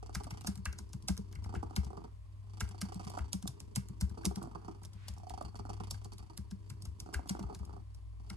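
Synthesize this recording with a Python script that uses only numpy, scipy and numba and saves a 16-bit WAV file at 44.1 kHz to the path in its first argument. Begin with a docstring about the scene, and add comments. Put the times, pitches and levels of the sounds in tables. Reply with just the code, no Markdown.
"""A cat purrs as it dozes on a typist's hand, close to a phone on the desk: its larynx flaps about 28 times
a second, and each flap, a click and a puff of air, rings chest, throat and nose.
Flat plastic keys tick and clack in noise bursts, and each blow makes low modes of the desk top boom a moment
later. Once the hand rustles on the desk. Two low hums, a thin whine of narrow hiss and faint air noise fill
the small room, whose tails are decaying noise bands."""
import sys
import numpy as np
from scipy import signal
from scipy.fft import rfft, irfft
from scipy.io import wavfile
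from scipy.ndimage import uniform_filter1d
from numba import njit

SR = 44100
rng = np.random.default_rng(int(sys.argv[2]) if len(sys.argv) > 2 else 0)


def waveform_to_disk(signal):
    """Save audio, clipped to [-1, 1], as 16-bit WAV at the path in sys.argv[1]."""
    frames = np.transpose(np.atleast_2d(signal))
    scaled = np.clip(frames, -1, 1) * 32767
    samples = np.round(scaled).astype(np.int16)
    wavfile.write(sys.argv[1], SR, samples)


N = 368676
T = np.arange(N) / SR
SIDES = np.array([[1], [-1]]) / 2  # left and right microphone port: half of a difference each


def undb(db):
    """Gain of a dB value."""
    return 10 ** (np.asarray(db) / 20)


def unit(x):
    """Scale to rms 1."""
    return x / np.sqrt(np.mean(x ** 2))


def fade(t, t60):
    """Exponential decay, 60 dB in t60 seconds."""
    return np.exp(-np.log(1000) * t / t60)


def along(table, hz):
    """Read a (Hz, value) table on a log-frequency axis."""
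    f, v = np.transpose(table)
    return np.interp(np.log(hz + 1), np.log(f + 1), v)


def coloured(table, size):
    """Noise of rms 1 with the given spectrum."""
    spectrum = rfft(rng.standard_normal(size))
    return unit(irfft(spectrum * undb(along(table, np.fft.rfftfreq(size, 1 / SR))), size))


def walk(rate):
    """Random levels held 1 / rate s and slewed twice; rms 1."""
    k = int(SR / rate)
    held = np.repeat(rng.standard_normal(N // k + 1), k)
    return unit(uniform_filter1d(uniform_filter1d(held, k), k)[:N])


def add(out, s, sound):
    """Mix a short sound in at s seconds."""
    i = max(int(s * SR), 0)
    out[..., i:i + sound.shape[-1]] += sound[..., :N - i]


@njit
def svf(x, hz, width):
    """State-variable band-pass with a moving centre, gain 1 there."""
    y, b, l = np.empty(len(x)), 0., 0.
    for i in range(len(x)):
        g, k = np.tan(np.pi * hz[i] / SR), width[i] / hz[i]
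        v = (b + g * (x[i] - l)) / (1 + g * (g + k))
        b, l, y[i] = 2 * v - b, l + 2 * g * v, k * v
    return y


def steep(x, hz, width_hz):
    """A resonance applied twice, for dark valleys; width_hz is that of one pass."""
    hz, width_hz = hz + np.zeros(N), width_hz + np.zeros(N)
    return svf(svf(x, hz, width_hz), hz, width_hz)


# spectrum of the room's air noise: (pitch_hz, relative level_db per Hz)
AIR_SPECTRUM = [(15, -60.5), (25, -11.5), (76, 7), (126, -0.5), (252, -34), (490, -49), (559, -22),
                (1090, -38.5), (1850, -33), (2170, -34), (2350, -34), (11600, -44.5), (14300, -53)]


def air():
    """Faint steady hiss and low rumble, unrelated left and right."""
    return undb(-57) * np.array([coloured(AIR_SPECTRUM, N), coloured(AIR_SPECTRUM, N)])


# low hums of the room: (pitch_hz, level_db, waver_db, phase lead at the left port_rad, left minus right_db)
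HUM_TONES = [(58.45, -57, 4, 1, 1.3), (99.06, -52.5, 3.5, 0.6, 3)]


def hums():
    """Two low tones that waver a little in level and pitch."""
    out = np.zeros((2, N))
    for hz, db, waver_db, turn, pan_db in HUM_TONES:
        level = np.sqrt(2) * undb(db + waver_db * walk(3.6) + pan_db * SIDES)
        phase = 2 * np.pi * np.cumsum(hz * (1 + .014 * walk(6.7))) / SR
        out += level * np.sin(phase + turn * SIDES)
    return out


# thin whine: (pitch_hz, width_hz of one pass, level_db rms)
WHINE_BAND = (1055, 180, -77.5)


def whine():
    """A narrow band of hiss from some small fan, unrelated left and right."""
    hz, width_hz, db = WHINE_BAND
    return undb(db) * np.array([unit(steep(rng.standard_normal(N), hz, width_hz)) for _ in range(2)])


# tails of the small room: (pitch_hz, t60_s, level_db)
ROOM_TAILS = [(298, 0.14, -15.5), (756, 0.12, -24.5), (2160, 0.36, -18), (4800, .2, -17.5),
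              (10000, 0.18, -16.5)]


def room(x):
    """Diffuse tails, band by band, unrelated left and right."""
    tail = 0
    for hz, t60, db in ROOM_TAILS:
        noises = [unit(steep(rng.standard_normal(N), hz, 1.89 * hz)) for _ in range(2)]
        pair = (np.array(noises) * fade(T, t60))[:, :SR // 3]
        tail = tail + undb(db) * pair / np.sqrt(np.sum(pair ** 2, axis=1, keepdims=True))
    return signal.fftconvolve(x[None], tail, axes=1)[:, :N]


def brush():
    """A soft rustle, swelling noise in a broad band, as the hand shifts on the desk."""
    swell = undb(-64.5) * np.exp(-((T - 5.06) / 0.096) ** 2)
    return swell * np.array([unit(steep(rng.standard_normal(N), 1650, 3100)) for _ in range(2)])


# low modes of the desk top: (pitch_hz, swell_s, t60_s, phase lead at the left port_rad, left minus right_db)
DESK_MODES = [(69.5, 0.01744, 0.2, 0.64, 4.5), (126, 0.01197, 0.087, -0.12, 2),
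              (190.9, 0.01398, 0.11, 1, 1.5)]
# time from the tick to the crest of each mode: (delay_s for modes 1, 2, 3)
CREST_DELAYS = (0.0309, 0.02005, 0.02155)


def desk():
    """The blow spreads slowly into the desk top: each low mode swells, then dies away."""
    out, t = np.zeros((2, N)), T[:SR // 3]
    for s, _, _, *levels_db in KEY_STROKES:
        chance = rng.standard_normal((len(DESK_MODES), 2))
        for mode, crest, db, (a, b) in zip(DESK_MODES, CREST_DELAYS, levels_db, chance):
            hz, swell, t60, turn, pan_db = mode
            late = np.maximum(t - swell, 0)
            rise = np.sin(np.pi / 2 * np.minimum(t / swell, 1)) ** 2
            shape = rise * fade(late ** 2 / (late + 0.0015), t60)  # the decay sets in gently
            tone = np.sin(2 * np.pi * hz * (1 + 0.017 * a) * t + 3 * b + turn * SIDES)
            add(out, s + crest - swell, undb(db + pan_db * SIDES) * shape * tone)
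        # a higher, quickly damped mode swells with the last one
        tone = np.sin(2 * np.pi * 265 * (1 + 0.2 * b) * t + 3 * a + 2.0 * SIDES)
        add(out, s + crest - swell, undb(db - 11.5) * shape * fade(late, 0.033) * tone)
    return out


# key strokes: (start_s of the tick, tick level_db, clack level_db against the tick, level_db of desk modes 1, 2, 3)
KEY_STROKES = [(0.149, -26.5, -10.5, -35.5, -38, -38), (0.235, -44.5, -25, -49, -47, -51),
               (0.242, -42, -15, -63, -60, -62), (0.307, -37.5, -10.5, -44, -38.5, -45),
               (0.409, -44, -23, -57, -47, -58), (0.44, -50, -20, -62, -58, -47),
               (0.4704, -23.5, -21.5, -36.5, -44, -28.5), (0.5554, -41.5, -24, -70, -46, -45.5),
               (0.575, -47, -16, -41, -55, -39.5), (0.6548, -31, -2, -31, -56, -43.5),
               (0.726, -44.5, -6.5, -45, -55, -53), (0.7864, -34.5, -20.5, -39.5, -68, -46),
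               (0.891, -57, -18, -53, -67, -63), (0.9316, -38, -22, -42, -36.5, -40.5),
               (1.0237, -49, -31, -64, -45, -49.5), (1.0838, -20.5, -23, -30, -57, -25.5),
               (1.167, -48, -7.5, -43, -53, -57), (1.1761, -37.5, -29, -66, -47, -34),
               (1.3266, -47.5, -13, -56, -60, -79), (1.3527, -48, -1.5, -35, -43, -56),
               (1.4413, -41.5, -13, -38, -59, -62), (1.5484, -42.5, -1, -32.5, -42, -40.5),
               (1.634, -58, -26, -38, -51, -64), (1.7622, -26.5, -14, -25, -35.5, -29.5),
               (1.846, -43, -28, -39.5, -41.5, -46), (2.6053, -26.5, -8.5, -31, -40, -39.5),
               (2.6893, -45.5, -15, -60, -56, -51.5), (2.814, -27.5, -15.5, -41, -49, -30.5),
               (2.944, -45, -20, -50, -48, -36), (3.048, -48, -12, -44.5, -42.5, -41),
               (3.0975, -40, -38, -63, -60, -77), (3.1863, -42, -1, -29.5, -47, -45.5),
               (3.33, -25.5, -23.5, -41, -48, -30), (3.4248, -40.5, -19, -44, -48, -34.5),
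               (3.475, -28.5, -24.5, -45, -37, -62), (3.6022, -39, -26, -43, -49, -54),
               (3.7586, -24, -16.5, -40, -28, -30.5), (3.8854, -45.5, -25, -46, -39, -42),
               (4.01, -28, -18, -24.5, -34.5, -29.5), (4.0952, -47.5, -17, -36, -48, -46),
               (4.231, -53.5, 2.5, -77, -60, -56), (4.253, -22, -27.5, -30.5, -46, -25.5),
               (4.357, -37.5, -23, -48, -43, -33), (4.4275, -42.5, -42, -62, -41, -55),
               (4.8333, -44.5, -15, -60, -60, -58), (4.8496, -43.5, -30, -43.5, -54, -58),
               (4.9326, -47.5, -22, -45.5, -56, -50), (5.082, -34.5, -24, -36, -56, -47),
               (5.137, -53.5, -25, -58, -58, -65), (5.182, -50, -29, -58, -60, -56),
               (5.295, -42, -16.5, -39, -50.5, -63), (5.424, -49, -20, -39, -46.5, -48),
               (5.571, -51, -23, -44, -49, -62), (5.9087, -28, -41, -46, -42, -49.5),
               (5.94, -51, -2, -42, -60, -60), (6.045, -42.5, -38, -62, -49, -57),
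               (6.133, -47, -17, -66, -61, -56), (6.1811, -44, -41, -44, -56, -58),
               (6.3742, -37.5, -21, -36.5, -45, -40.5), (6.51, -42.5, -17, -49, -50, -35.5),
               (6.6997, -39.5, -15, -46, -39, -50), (6.8213, -43, -40, -57, -45, -51),
               (6.853, -38, -20, -34.5, -51, -51.5), (7.001, -36.5, -30, -44, -49, -51.5),
               (7.139, -28.5, -5.5, -29.5, -47, -51), (7.274, -45, -21, -62, -57, -62),
               (7.2931, -25, -19, -39, -42, -29.5), (7.3938, -43.5, -12, -47, -42.5, -35.5),
               (7.4272, -48.5, -11, -34.5, -41, -63), (7.5476, -37.5, -23, -46, -47, -52),
               (7.59, -51, -14.5, -35.5, -54, -44), (7.65, -49.5, -28, -38, -59, -51),
               (7.9466, -50, -28, -49, -71, -78), (8.299, -38.5, -9, -41, -44, -41)]
# spectrum of a tick: (pitch_hz, relative level_db per Hz)
TICK_SPECTRUM = [(1650, -28), (2800, -15.5), (3100, -16), (5460, -6.5), (6990, -10.5), (7840, -12),
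                 (8510, -12), (11300, -15), (14300, -21.5)]
# resonances of the keyboard case: (pitch_hz, width_hz, level_db)
CASE_RESONANCES = [(1437, 360, 0.5), (1588, 250, 2.5), (2077, 680, -0.5), (2636, 370, -6)]


def keys():
    """A fingertip scuffs the cap, the key ticks and bounces; case and fingertip add clack and knock."""
    out, t = np.zeros((2, N)), T[:SR // 4]
    size = len(t)
    hz = np.fft.rfftfreq(size, 1 / SR)
    case = sum(undb(db) / (1 + 2j * (hz - f) / w) ** 2 for f, w, db in CASE_RESONANCES)
    pad = 1 / (1 + ((hz - 900) / 350) ** 4)  # the fingertip's dull band
    lead_s, spread_s = .009, .00016  # scuff before the tick; keys lie left and right of the ports
    after = np.maximum(t - lead_s, 0)
    landed = np.minimum(after / 0.001, 1)
    scuff = (t < lead_s) * .16 * (t / lead_s)
    chance = rng.standard_normal((len(KEY_STROKES), 2))
    for (s, db, clack_db, *_), (place, tilt) in zip(KEY_STROKES, chance):
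        bounces = undb(5.9 * np.repeat(rng.standard_normal(size // 48 + 1), 48)[:size])
        blow = scuff + landed * (fade(after, 0.013) + .5 * bounces * fade(after, 0.034))
        tick = .5 * coloured(TICK_SPECTRUM, size) * blow
        # the key bottoms out a moment after the tick, and the loose case rattles on
        bottom = np.exp(-((after - .005) / 0.002) ** 2) + 0.3 * landed * fade(after, 0.2)
        clack = irfft(rfft(rng.standard_normal(size) * bottom * (t > lead_s)) * case, size)
        knock = unit(irfft(rfft(rng.standard_normal(size)) * pad, size)) * landed * fade(after, 0.1)
        near = tick + 1.76 * undb(clack_db) * clack / np.max(np.abs(clack)) + 0.45 * undb(-16.5) * knock
        for side in range(2):
            # desk and wall scatter each tick into a short wash of its own at each port
            wash = 0.058 * coloured(TICK_SPECTRUM, size) * landed * fade(after, 0.18)
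            arrival = s - lead_s + spread_s * place * (side - .5)
            add(out[side], arrival, undb(db + 2.0 * tilt * (side - .5)) * (near + wash))
    return out


# stages of breathing, each lasting until the next:
# (start_s of the first flap, stage, flap rate_hz, early throat level_db, late throat level_db)
BREATH_STAGES = [(0.028, "in", 28.82, -61.5, -62.5), (0.517, "faint", 28.83, -73.5, -72),
                 (1.388, "out", 29.16, -60, -62), (2.112, "pause", 28.27, -85.5, -80),
                 (2.466, "in", 28.52, -66, -56), (2.997, "crest", 28.42, -54.5, -54.5),
                 (3.245, "faint", 27.7, -73.5, -71.5), (4.111, "out", 29.8, -59, -62),
                 (4.85, "pause", 28.43, -78.5, -75.5), (5.2, "coo", 28.58, -53, -47.5),
                 (5.377, "in", 28.23, -55, -66), (6.372, "faint", 27.6, -74.5, -73),
                 (7.062, "out", 29.95, -59.5, -63.5), (7.831, "pause", 27.26, -83.5, -83),
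                 (8.264, "in", 28.23, -64, -59)]
# voice of each stage: (chest level_db, nose level_db, early throat pitch_hz, late throat pitch_hz,
# second flap_0-1, roughness_0-1); chest and nose are relative to the throat
STAGE_VOICES = {"in": (2, -4, 907, 865, 0.06, 0.79), "crest": (-5.5, -9, 1020, 855, 0.98, 0.4),
                "out": (4.5, -11, 812, 861, 0.32, 0.84), "coo": (-10.5, -15, 695, 788, 0.02, 0.15),
                "faint": (7.5, -7.5, 911, 938.5, 0.56, 0.3), "pause": (6.5, -4.5, 935, 916, .5, 0.78)}


def breathing():
    """Flap times, and throat level and pitch, chest, nose, second flap, roughness gliding between stages."""
    ease_share, ease_most_s = 0.21, 0.093  # glide at each end of a stage: share of the stage, longest
    ends = [row[0] for row in BREATH_STAGES[1:]] + [N / SR]
    times, s, rows = [], [], []
    for (start, stage, hz, early_db, late_db), end in zip(BREATH_STAGES, ends):
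        chest_db, nose_db, early_hz, late_hz, second, rough = STAGE_VOICES[stage]
        times += list(np.arange(start, end - .5 / hz, 1 / hz))
        ease = min(ease_share * (end - start), ease_most_s)
        s += [start + ease, end - ease]
        rows.append((early_db, early_hz, chest_db, nose_db, second, rough))
        rows.append((late_db, late_hz, chest_db, nose_db, second, rough))
    return times, [np.interp(T, s, c) for c in np.transpose(rows)]


# the hardest snaps of the larynx, heard singly: (start_s, level_db)
HARD_SNAPS = [(0.028, -34), (0.094, -34), (0.268, -33.5), (0.446, -36.5), (1.495, -42.5), (1.54, -28),
              (1.63, -27.5), (1.709, -36), (1.905, -36.5), (1.931, -34.5), (1.979, -43), (2.745, -38),
              (2.921, -34), (2.999, -33), (3.101, -35), (3.14, -35), (3.175, -23), (3.456, -34),
              (4.174, -36.5), (4.311, -30.5), (4.373, -36.5), (4.438, -34), (4.473, -36), (5.377, -37),
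              (5.412, -23.5), (5.545, -38.5), (5.652, -33), (5.691, -35.5), (6.017, -45), (7.062, -39.5),
              (7.089, -35.5), (7.193, -32.5), (7.258, -38), (7.35, -29), (7.392, -30.5), (7.49, -40),
              (7.526, -36), (7.63, -43), (7.694, -38.5), (7.766, -38.5)]


def snaps():
    """A hard closure rings throat and chest for a few cycles and spits a little air through the nose."""
    out, t = np.zeros(N), T[:SR // 16]
    spit_band = signal.butter(2, [4000, 9000], "bandpass", fs=SR, output="sos")
    chest_db = breathing()[1][2] - 11.5
    for (s, db), g in zip(HARD_SNAPS, rng.standard_normal((len(HARD_SNAPS), 3))):
        throat = .6 * np.sin(2 * np.pi * 760 * (1 + .08 * g[0]) * t) * fade(t, .016)
        throat += .6 * np.sin(2 * np.pi * 1150 * (1 + .08 * g[1]) * t) * fade(t, .012)
        chest = np.sin(2 * np.pi * 340 * (1 + 0.083 * g[2]) * t) * fade(t, 0.039)
        chest *= undb(chest_db[int(s * SR)])
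        spit = 0.057 * unit(signal.sosfilt(spit_band, rng.standard_normal(len(t)))) * fade(t, 0.01)
        add(out, s, undb(db) * np.minimum(t / 0.00094, 1) * (throat + chest + spit))
    return out


# chest resonances: (pitch_hz, width_hz of one pass, level_db)
CHEST_RESONANCES = [(199, 102, 1), (268.4, 66, -4), (320.9, 71.4, 0), (389, 47.4, -3)]
# nose resonances: (pitch_hz, width_hz of one pass, level_db before flicker)
NOSE_RESONANCES = [(2860, 3600, 0), (4560, 610, 4.5), (5280, 1830, -0.5), (7150, 1700, -9),
                   (8610, 2000, -13.5)]
# flaps that hardly close: (time_s, ...)
STUMBLE_TIMES = [5.517, 5.622, 6.09, 6.16]


def purr():
    """Each flap is a click and a puff of air; both excite the nose, click and crackle throat and chest."""
    times, (throat_db, throat_hz, chest_db, nose_db, *shares) = breathing()
    second, rough = np.clip(shares, 0, 1)
    clicks = np.zeros(N)
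    for at, (early, size_db, gap, echo_db) in zip(times, rng.standard_normal((N // 1000, 4))):
        i = int((at + .0012 * early) * SR)
        stumbles = np.min(np.abs(at - np.array(STUMBLE_TIMES))) < .015
        clicks[i] += undb(9 * rough[i] * np.tanh(size_db) - 29 * stumbles)
        # the folds bounce once more, as strongly as the stage's second flap
        j = min(i + int((.011 + 0.0028 * gap) * SR), N - 1)
        clicks[j] += second[i] * undb(4.0 * np.tanh(echo_db))
    # air streams while the folds stand open
    opening = T[:SR // 20]
    gust = np.minimum(opening / .003, 1) * fade(opening, .15) / (1 + (opening / .014) ** 6)
    puff = signal.fftconvolve(clicks, gust)[:N] + 0.01  # a little leaks between flaps
    hiss = unit(puff * rng.standard_normal(N))
    # wet folds break the stream into sharp slaps
    crackle = unit(puff * rng.standard_normal(N) * (.03 + (rng.random(N) < .006)))
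    drive = np.sqrt(1 - rough) * unit(clicks) + np.sqrt(rough) * crackle
    # a smooth flap leaves the throat ringing narrowly, a rough one spreads it
    clear = unit(steep(drive, throat_hz, 100 + 350 * rough))
    spread = unit(steep(drive, 780, 380) - .8 * steep(drive, 1180, 480))
    throat = (1 - rough) ** 2 * clear + rough * spread
    chest = sum(undb(db) * steep(drive, hz, w) for hz, w, db in CHEST_RESONANCES)
    nose = np.zeros(N)
    for hz, width_hz, db in NOSE_RESONANCES:
        flicker = undb(1.9 * walk(28))
        nose += undb(db) * flicker * steep(hiss + 0.62 * unit(clicks), hz, width_hz)
    voice = unit(throat) + undb(chest_db) * unit(chest) + undb(nose_db) * unit(nose)
    # chest and throat cancel between their resonances: a valley at 540 Hz
    voice = voice - .8 * svf(voice, np.full(N, 540.), np.full(N, 140.))
    return undb(throat_db) * voice


# the cat's balance at the phone's ports: (pitch_hz, left minus right_db)
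CAT_BALANCE = [(200, -5), (450, -4), (750, -15), (1300, -2), (2200, 4), (4500, -6.5)]


def ports(x):
    """The cat lies nearer the right port: earlier there, and louder except around 2 kHz."""
    lag_s = .00025
    hz = np.fft.rfftfreq(N, 1 / SR)
    delay = np.exp(-2j * np.pi * hz * lag_s * SIDES)
    return irfft(rfft(x) * undb(along(CAT_BALANCE, hz) * SIDES) * delay, N)


def scene():
    """Cat, keys, desk and hums at the ports, the room around them."""
    cat, taps = purr() + snaps(), keys()
    background = air() + hums() + whine() + room(cat + .5 * taps[0])
    return background + brush() + desk() + taps + ports(cat)


# phase between the channels in the treble: (pitch_hz, phase lead of the left channel_rad)
TREBLE_PHASE = [(6000, -.8), (7000, -.4), (8500, 0), (10000, .5), (12000, 1.7), (14000, 3)]


def record(dry):
    """The phone feeds both channels from one port in the treble, phase-turned apart, and cuts the top."""
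    hz, both = np.fft.rfftfreq(N, 1 / SR), rfft(dry)
    shared = np.interp(hz, (5500, 7500), [0, 1])  # from two ports to one
    turned = both[1] * np.exp(1j * along(TREBLE_PHASE, hz) * SIDES)
    mixed = irfft((1 - shared) * both + shared * turned, N)
    top_cut = signal.ellip(8, .2, 70, 15000, fs=SR, output="sos")
    return signal.sosfilt(top_cut, mixed)


dry = scene()
out = record(dry)
waveform_to_disk(out)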